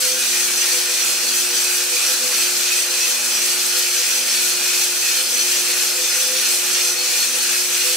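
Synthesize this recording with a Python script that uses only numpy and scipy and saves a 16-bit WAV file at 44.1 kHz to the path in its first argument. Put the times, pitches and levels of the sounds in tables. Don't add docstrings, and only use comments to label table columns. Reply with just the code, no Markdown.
import sys
import numpy as np
from scipy import signal
from scipy.fft import rfft, irfft, next_fast_len
from scipy.io import wavfile
from scipy.ndimage import uniform_filter1d

SR = 44100
rng = np.random.default_rng(int(sys.argv[2]) if len(sys.argv) > 2 else 0)


def generate_wav(signal):
    frames = np.transpose(np.atleast_2d(signal))
    scaled = np.clip(frames, -1, 1) * 32767
    pcm = np.round(scaled).astype(np.int16)
    wavfile.write(sys.argv[1], SR, pcm)


N = 351036
FFT_SIZE = next_fast_len(N + SR // 4)
TURN_S = 1.0235

# (frequency [Hz], relative peak level [dB])
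DRUM_MODES = [(1443, -8.6), (1572, -8.2), (1863, -8.4), (2003, -7.6), (2272, -5.3), (2401, -4.3),
              (2573, -2.2), (2842, -5.8), (3445, -6.3), (4113, -4.7), (4328, 0.0), (4554, -3.9),
              (5017, -2.0), (5286, -2.9), (5394, -2.5), (5771, -0.5), (6008, -0.3), (6137, -1.8),
              (6277, -2.9), (6363, -2.5), (6557, -3.1), (6891, -5.2), (7106, -4.7), (7343, -4.2),
              (7580, -3.4), (7849, -5.4), (8107, -5.4), (8344, -5.0), (8667, -6.0), (9464, -6.0)]
# (frequency [Hz], side level relative to mid [dB])
STEREO_WIDTH = [(60, -33), (110, -44), (200, -29), (380, -11.5), (700, -10.5), (1290, -8.5), (2380, -6),
                (4400, -3), (8120, -1), (15000, -1.5)]


def undb(db):
    return 10 ** (np.asarray(db) / 20)


def level(x, db):
    return x * undb(db) / np.sqrt(np.mean(x ** 2))


def colour(table, hz):
    f, db = np.transpose(table)
    return np.interp(np.log(np.maximum(hz, 1)), np.log(np.maximum(f, 1)), db)


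def walk(rate):
    k = int(SR / rate)
    steps = np.repeat(rng.standard_normal(N // k + 1), k)
    return 1.31 * uniform_filter1d(uniform_filter1d(steps, k), k)[:N]


def cycle(table, place, period):
    at, *columns = np.transpose(table)
    return np.array([np.interp(place, at, c, period=period) for c in columns])


def bumps(times, lengths, heights, order=2):
    t = np.arange(0, N, 64) / SR
    shape = np.exp(-((t - times[:, None]) / lengths[:, None] * 2) ** order)
    return np.interp(np.arange(N) / SR, t, heights @ shape)


def motor(hum_hz=120.013):
    # (harmonic number, level [dB])
    steady = [(4, -50.5), (5, -54), (6, -51.), (7, -55.5), (8, -63), (10, -60)]
    gear_hz = (205.15, 849.75)
    # (time [s], levels of harmonics 1, 2, 3 [dB], lower gear tone level [dB])
    throb = [(.08, -71.5, -51, -44.5, -76), (.22, -67.5, -50.5, -43, -64), (.32, -66.5, -50, -40.5, -59),
             (.42, -66, -55, -40, -60.5), (.56, -64.5, -55, -40.5, -57.5), (.72, -64, -63, -40, -74),
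             (.86, -65.5, -66, -41, -76), (.97, -67.5, -62, -44, -76)]
    # (time [s], level change [dB], duration [s])
    dips = [(.04, -10, .12), (.265, -10, .05), (1.19, -5, .07), (2.02, -3, .08), (2.28, -14, .07),
            (3.14, -12, .1), (3.3, -2, .07), (4.06, -3, .1), (4.3, -14, .08), (5.06, -3, .08),
            (5.33, -7, .1), (6.24, -10, .1), (6.45, -7, .07), (7.09, -4, .1), (7.23, -7, .08),
            (7.4, -3, .15)]
    t = np.arange(N) / SR
    first_db, second_db, third_db, gear_db = cycle(throb, t, TURN_S)
    dip_s, depth_db, length_s = np.transpose(dips)
    third_db = third_db + bumps(dip_s, length_s, depth_db)
    harmonics = steady + [(3, third_db), (2, second_db), (1, first_db)]
    partials = [(k * hum_hz, db) for k, db in harmonics]
    partials += zip(gear_hz, (gear_db, -56))
    return np.sqrt(2) * sum(undb(db + 0.33 * walk(3.94)) * np.sin(2 * np.pi * (hz * t + rng.random()))
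                            for hz, db in partials)


def fan(level_db=-40):
    # (frequency [Hz], relative spectral density [dB])
    spectrum = [(20, -39), (100, -30.5), (150, -19.5), (192, -22.5), (230, -8.5), (300, -7.5), (345, 1),
                (378, -11.5), (550, -6), (690, -11), (770, -5.5), (920, -9.5), (1300, -3), (1900, -17),
                (3000, -100)]
    # (frequency [Hz], bandwidth [Hz], gain [dB])
    housing = [(500, 42, 4.5), (842, 18, 7), (1028, 41, 4.5), (610, 22, 7), (328, 17, -8.5)]
    hz = np.arange(FFT_SIZE // 2 + 1) * SR / FFT_SIZE
    shape = undb(colour(spectrum, hz))
    for centre_hz, width_hz, db in housing:
        shape = shape * undb(db / (1 + (2 * (hz - centre_hz) / width_hz) ** 2))
    air = rfft(rng.standard_normal((2, FFT_SIZE))) * shape
    mid, side = irfft(air * [np.ones_like(hz), undb(colour(STEREO_WIDTH, hz))], FFT_SIZE)[:, :N]
    return level(np.array([mid + side, mid - side]), level_db) * undb(0.96 * walk(3.23))


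def pouring(waver_db=0.32):
    # (phase [cycles], wall level [dB], shell level [dB], rustle level [dB])
    course = [(0, -24.5, -30.5, -25), (.15, -22.5, -29.5, -23.5), (.35, -22.2, -29, -23.5),
              (.52, -21.5, -27.5, -23), (.66, -22, -29, -21.5), (.78, -21.5, -30, -22),
              (.89, -23.5, -30.5, -24)]
    # (time of the lull before [s], lull depth [factor], level offset [dB])
    pours = [(-0.19, 1.0, 0.0), (0.157, 0.99, 0), (0.523, 0.83, -0.2), (0.858, 1.05, -0.1),
             (1.172, 1.05, -0.2), (1.481, 0.59, 0), (1.861, 1.15, 0), (2.195, 0.98, -0.1),
             (2.521, 0.73, 0.3), (2.881, 1.4, 0.1), (3.177, 0.99, -1), (3.576, 0.72, 0.0),
             (3.879, 0.92, -0.2), (4.235, 1.26, -0.1), (4.565, 0.9, -0.6), (4.921, 1.16, -0.1),
             (5.273, 1.2, -0.2), (5.643, 0.61, -0.5), (5.943, 1, 0), (6.293, 1.1, 0.2), (6.624, 1.04, -0.0),
             (6.967, 1.4, 0), (7.3, 0.95, -0.5), (7.672, 1.11, 0.5), (8.0, 1.0, -3)]
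    t = np.arange(N) / SR
    lull_s, depth, offset_db = np.transpose(pours)
    phase = np.interp(t, lull_s, np.arange(len(pours)))
    pour_db = cycle(course, phase, 1)
    top_db = pour_db.max(axis=1, keepdims=True)
    flow_db = top_db + np.interp(t, lull_s, depth) * (pour_db - top_db)
    flow_db += np.interp(t, lull_s + TURN_S / 6, offset_db)
    return uniform_filter1d(flow_db + waver_db * walk(10), SR // 30)


def bean_hail(flow_db, band_hz, hits_per_s, scatter_db, linewidth_hz, spots=12, spacing_hz=22.118):
    # (frequency [Hz], relative peak level [dB])
    lesser_peaks = [(530, -49), (900, -25.5), (1450, -7.5), (1990, -7), (2130, -8.5), (2550, 2),
                    (2980, -6.5), (3790, -9), (4230, -5.5), (4760, -7.5), (5910, -4.5), (6740, -8),
                    (7600, -5.5), (14200, -15), (15800, -18.5)]
    low_hz, high_hz = band_hz
    grid_hz = np.arange(low_hz, high_hz, spacing_hz)
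    detune, unevenness = rng.standard_normal((len(grid_hz), 2)).T
    lesser_hz = grid_hz + 0.39 * spacing_hz * detune
    lesser_db = colour(lesser_peaks, lesser_hz) - 8 + 1.5 * unevenness
    strong_hz, strong_db = np.transpose([mode for mode in DRUM_MODES if low_hz <= mode[0] < high_hz])
    hz = np.r_[strong_hz, lesser_hz]
    gain = undb(np.r_[strong_db - 5, lesser_db])
    t = np.arange(SR // 12) / SR
    damped_modes = np.exp(np.outer(2j * np.pi * hz - np.pi * linewidth_hz, t))
    drive = rng.standard_normal((spots, 2, len(hz))) + 1j * rng.standard_normal((spots, 2, len(hz)))
    drive = drive * undb(8 * rng.standard_normal((spots, 1, len(hz))))
    drive = gain * drive / np.sqrt(np.mean(np.abs(drive) ** 2, axis=0))
    shares = undb(5.5 * np.array([walk(12) for _ in range(spots)]))
    shares = shares / np.sqrt(np.mean(shares ** 2, axis=0))
    flow = undb(flow_db)
    spectrum = 0
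    for (mid, side), share in zip(drive, shares):
        side = side * undb(colour(STEREO_WIDTH, hz))
        response = (np.array([mid + side, mid - side]) @ damped_modes).imag
        sizes = undb(scatter_db * np.minimum(rng.exponential(size=N), 3.6))
        signs = np.sign(rng.standard_normal(N))
        struck = rng.random(N) < hits_per_s / spots / SR
        impacts = struck * sizes * signs * share * flow
        spectrum = spectrum + rfft(impacts, FFT_SIZE) * rfft(response, FFT_SIZE)
    highpass = signal.butter(4, 0.8 * low_hz, "high", fs=SR, output="sos")
    hail = signal.sosfilt(highpass, irfft(spectrum, FFT_SIZE)[:, :N])
    return level(hail, 0) * np.sqrt(1.46 * np.mean(flow ** 2))


def pings(rise_s=0.034, fall_s=0.028, faint_count=200):
    # (time of peak [s], frequency [Hz], level [dB])
    clear = [(0.05, 4240, -29), (0.49, 5770, -37), (0.74, 5940, -26), (1.061, 2580, -33), (1.09, 6890, -30),
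             (1.29, 4310, -30), (1.33, 2580, -33), (1.39, 8310, -32.0), (1.59, 4520, -29),
             (1.62, 7560, -30), (1.67, 2545, -32), (1.76, 6008, -32), (2.07, 4340, -33), (2.09, 5760, -28),
             (2.46, 6137, -31), (2.79, 8100, -27), (2.82, 4328, -36), (3.03, 5700, -24.5),
             (3.041, 2590, -27), (3.12, 6810, -34), (3.21, 5770, -32), (3.36, 7990, -30), (3.39, 5770, -31),
             (3.51, 4610, -30), (4.06, 5020, -29), (4.09, 2545, -34), (4.37, 4320, -28), (4.45, 6120, -30),
             (4.74, 2520, -33), (5.07, 5020, -31), (5.09, 6030, -28), (5.11, 2540, -34), (5.2, 4230, -28),
             (5.4, 4330, -26), (6.06, 6270, -29), (6.12, 5030, -30), (6.18, 6020, -30), (6.43, 4328, -33),
             (6.46, 2580, -31), (6.5, 6140, -28), (6.75, 7560, -31.0), (6.83, 6370, -30), (6.93, 6020, -28),
             (7.01, 4320, -24.5), (7.1, 4328, -32), (7.23, 4210, -27), (7.42, 4340, -28), (7.56, 5020, -30)]
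    lead = SR // 10
    out = np.zeros((2, N + SR))
    t = np.arange(-lead, SR // 5) / SR
    swell = np.where(t < 0, np.exp(-(t / rise_s) ** 2), np.exp(-t / fall_s))
    when, which, weakness = rng.random((faint_count, 3)).T
    mode_hz, mode_db = np.array(DRUM_MODES)[(which * len(DRUM_MODES)).astype(int)].T
    faint = np.c_[when * N / SR, mode_hz, mode_db - 31 - 5 * weakness]
    events = np.r_[clear, faint]
    for (peak_s, hz, db), (offset, lag) in zip(events, rng.random((len(events), 2))):
        rough = undb(2 * np.interp(t, np.linspace(t[0], t[-1], 40), rng.standard_normal(40)))
        stereo_shift = np.array([[0], [0.15 * (lag - 0.5)]])
        phase = 2 * np.pi * (hz * t + offset + stereo_shift)
        at = int(peak_s * SR)
        out[:, at:at + len(t)] += np.sqrt(2) * undb(db) * swell * rough * np.sin(phase)
    return out[:, lead:lead + N]


def soft_tone(murmur_db=-51, waver_hz=2.955):
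    # (time of peak [s], frequency [Hz], level [dB], duration [s])
    swells = [(.1, 508, -35, 0.18), (.76, 498, -37.5, 0.078), (.91, 497, -43, 0.055),
              (1.263, 497, -43, .06), (1.552, 490, -45, .06), (1.81, 492, -43, 0.054),
              (1.94, 498, -43, .08), (2.107, 510, -40, 0.054), (2.26, 502, -40, 0.12),
              (3.103, 503.5, -48, .08), (3.775, 498, -41, .05), (4.0, 494, -40.5, 0.054),
              (4.21, 510, -46, .14), (5.2, 510, -43, 0.074), (5.34, 498, -44, 0.052), (5.7, 495, -47, .05),
              (6.02, 501, -42, .07), (6.191, 507, -41, 0.11), (6.329, 512, -37, .13),
              (6.88, 497, -42, 0.053), (7.021, 501, -41.5, .12), (7.36, 505, -40, 0.062),
              (7.89, 499, -36.5, .1)]
    t = np.arange(N) / SR
    peak_s, hz, db, length_s = np.transpose(swells)
    swing_db = 2 * np.cos(2 * np.pi * (t - 0.046) / TURN_S)
    murmur = undb(murmur_db + swing_db + 3.6 * walk(15))
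    envelope = murmur + bumps(peak_s, length_s, undb(db), order=4)
    pitch_hz = np.interp(t, peak_s, hz) + waver_hz * walk(20)
    return np.sqrt(2) * envelope * np.sin(2 * np.pi * np.cumsum(pitch_hz) / SR)


def scene():
    wall_db, shell_db, rustle_db = pouring()
    wall = bean_hail(wall_db, (3000, 7000), hits_per_s=7000, scatter_db=2.3, linewidth_hz=19)
    shell = bean_hail(shell_db, (900, 3000), hits_per_s=4000, scatter_db=2.95, linewidth_hz=12.6)
    rustle = bean_hail(rustle_db, (7000, 15900), hits_per_s=7400, scatter_db=1.75, linewidth_hz=22)
    return wall + shell + rustle + pings() + motor() + soft_tone() + fan()


def record(dry):
    return signal.sosfilt(signal.ellip(14, 0.3, 80, 15720, fs=SR, output="sos"), dry)


dry = scene()
out = record(dry)
generate_wav(out)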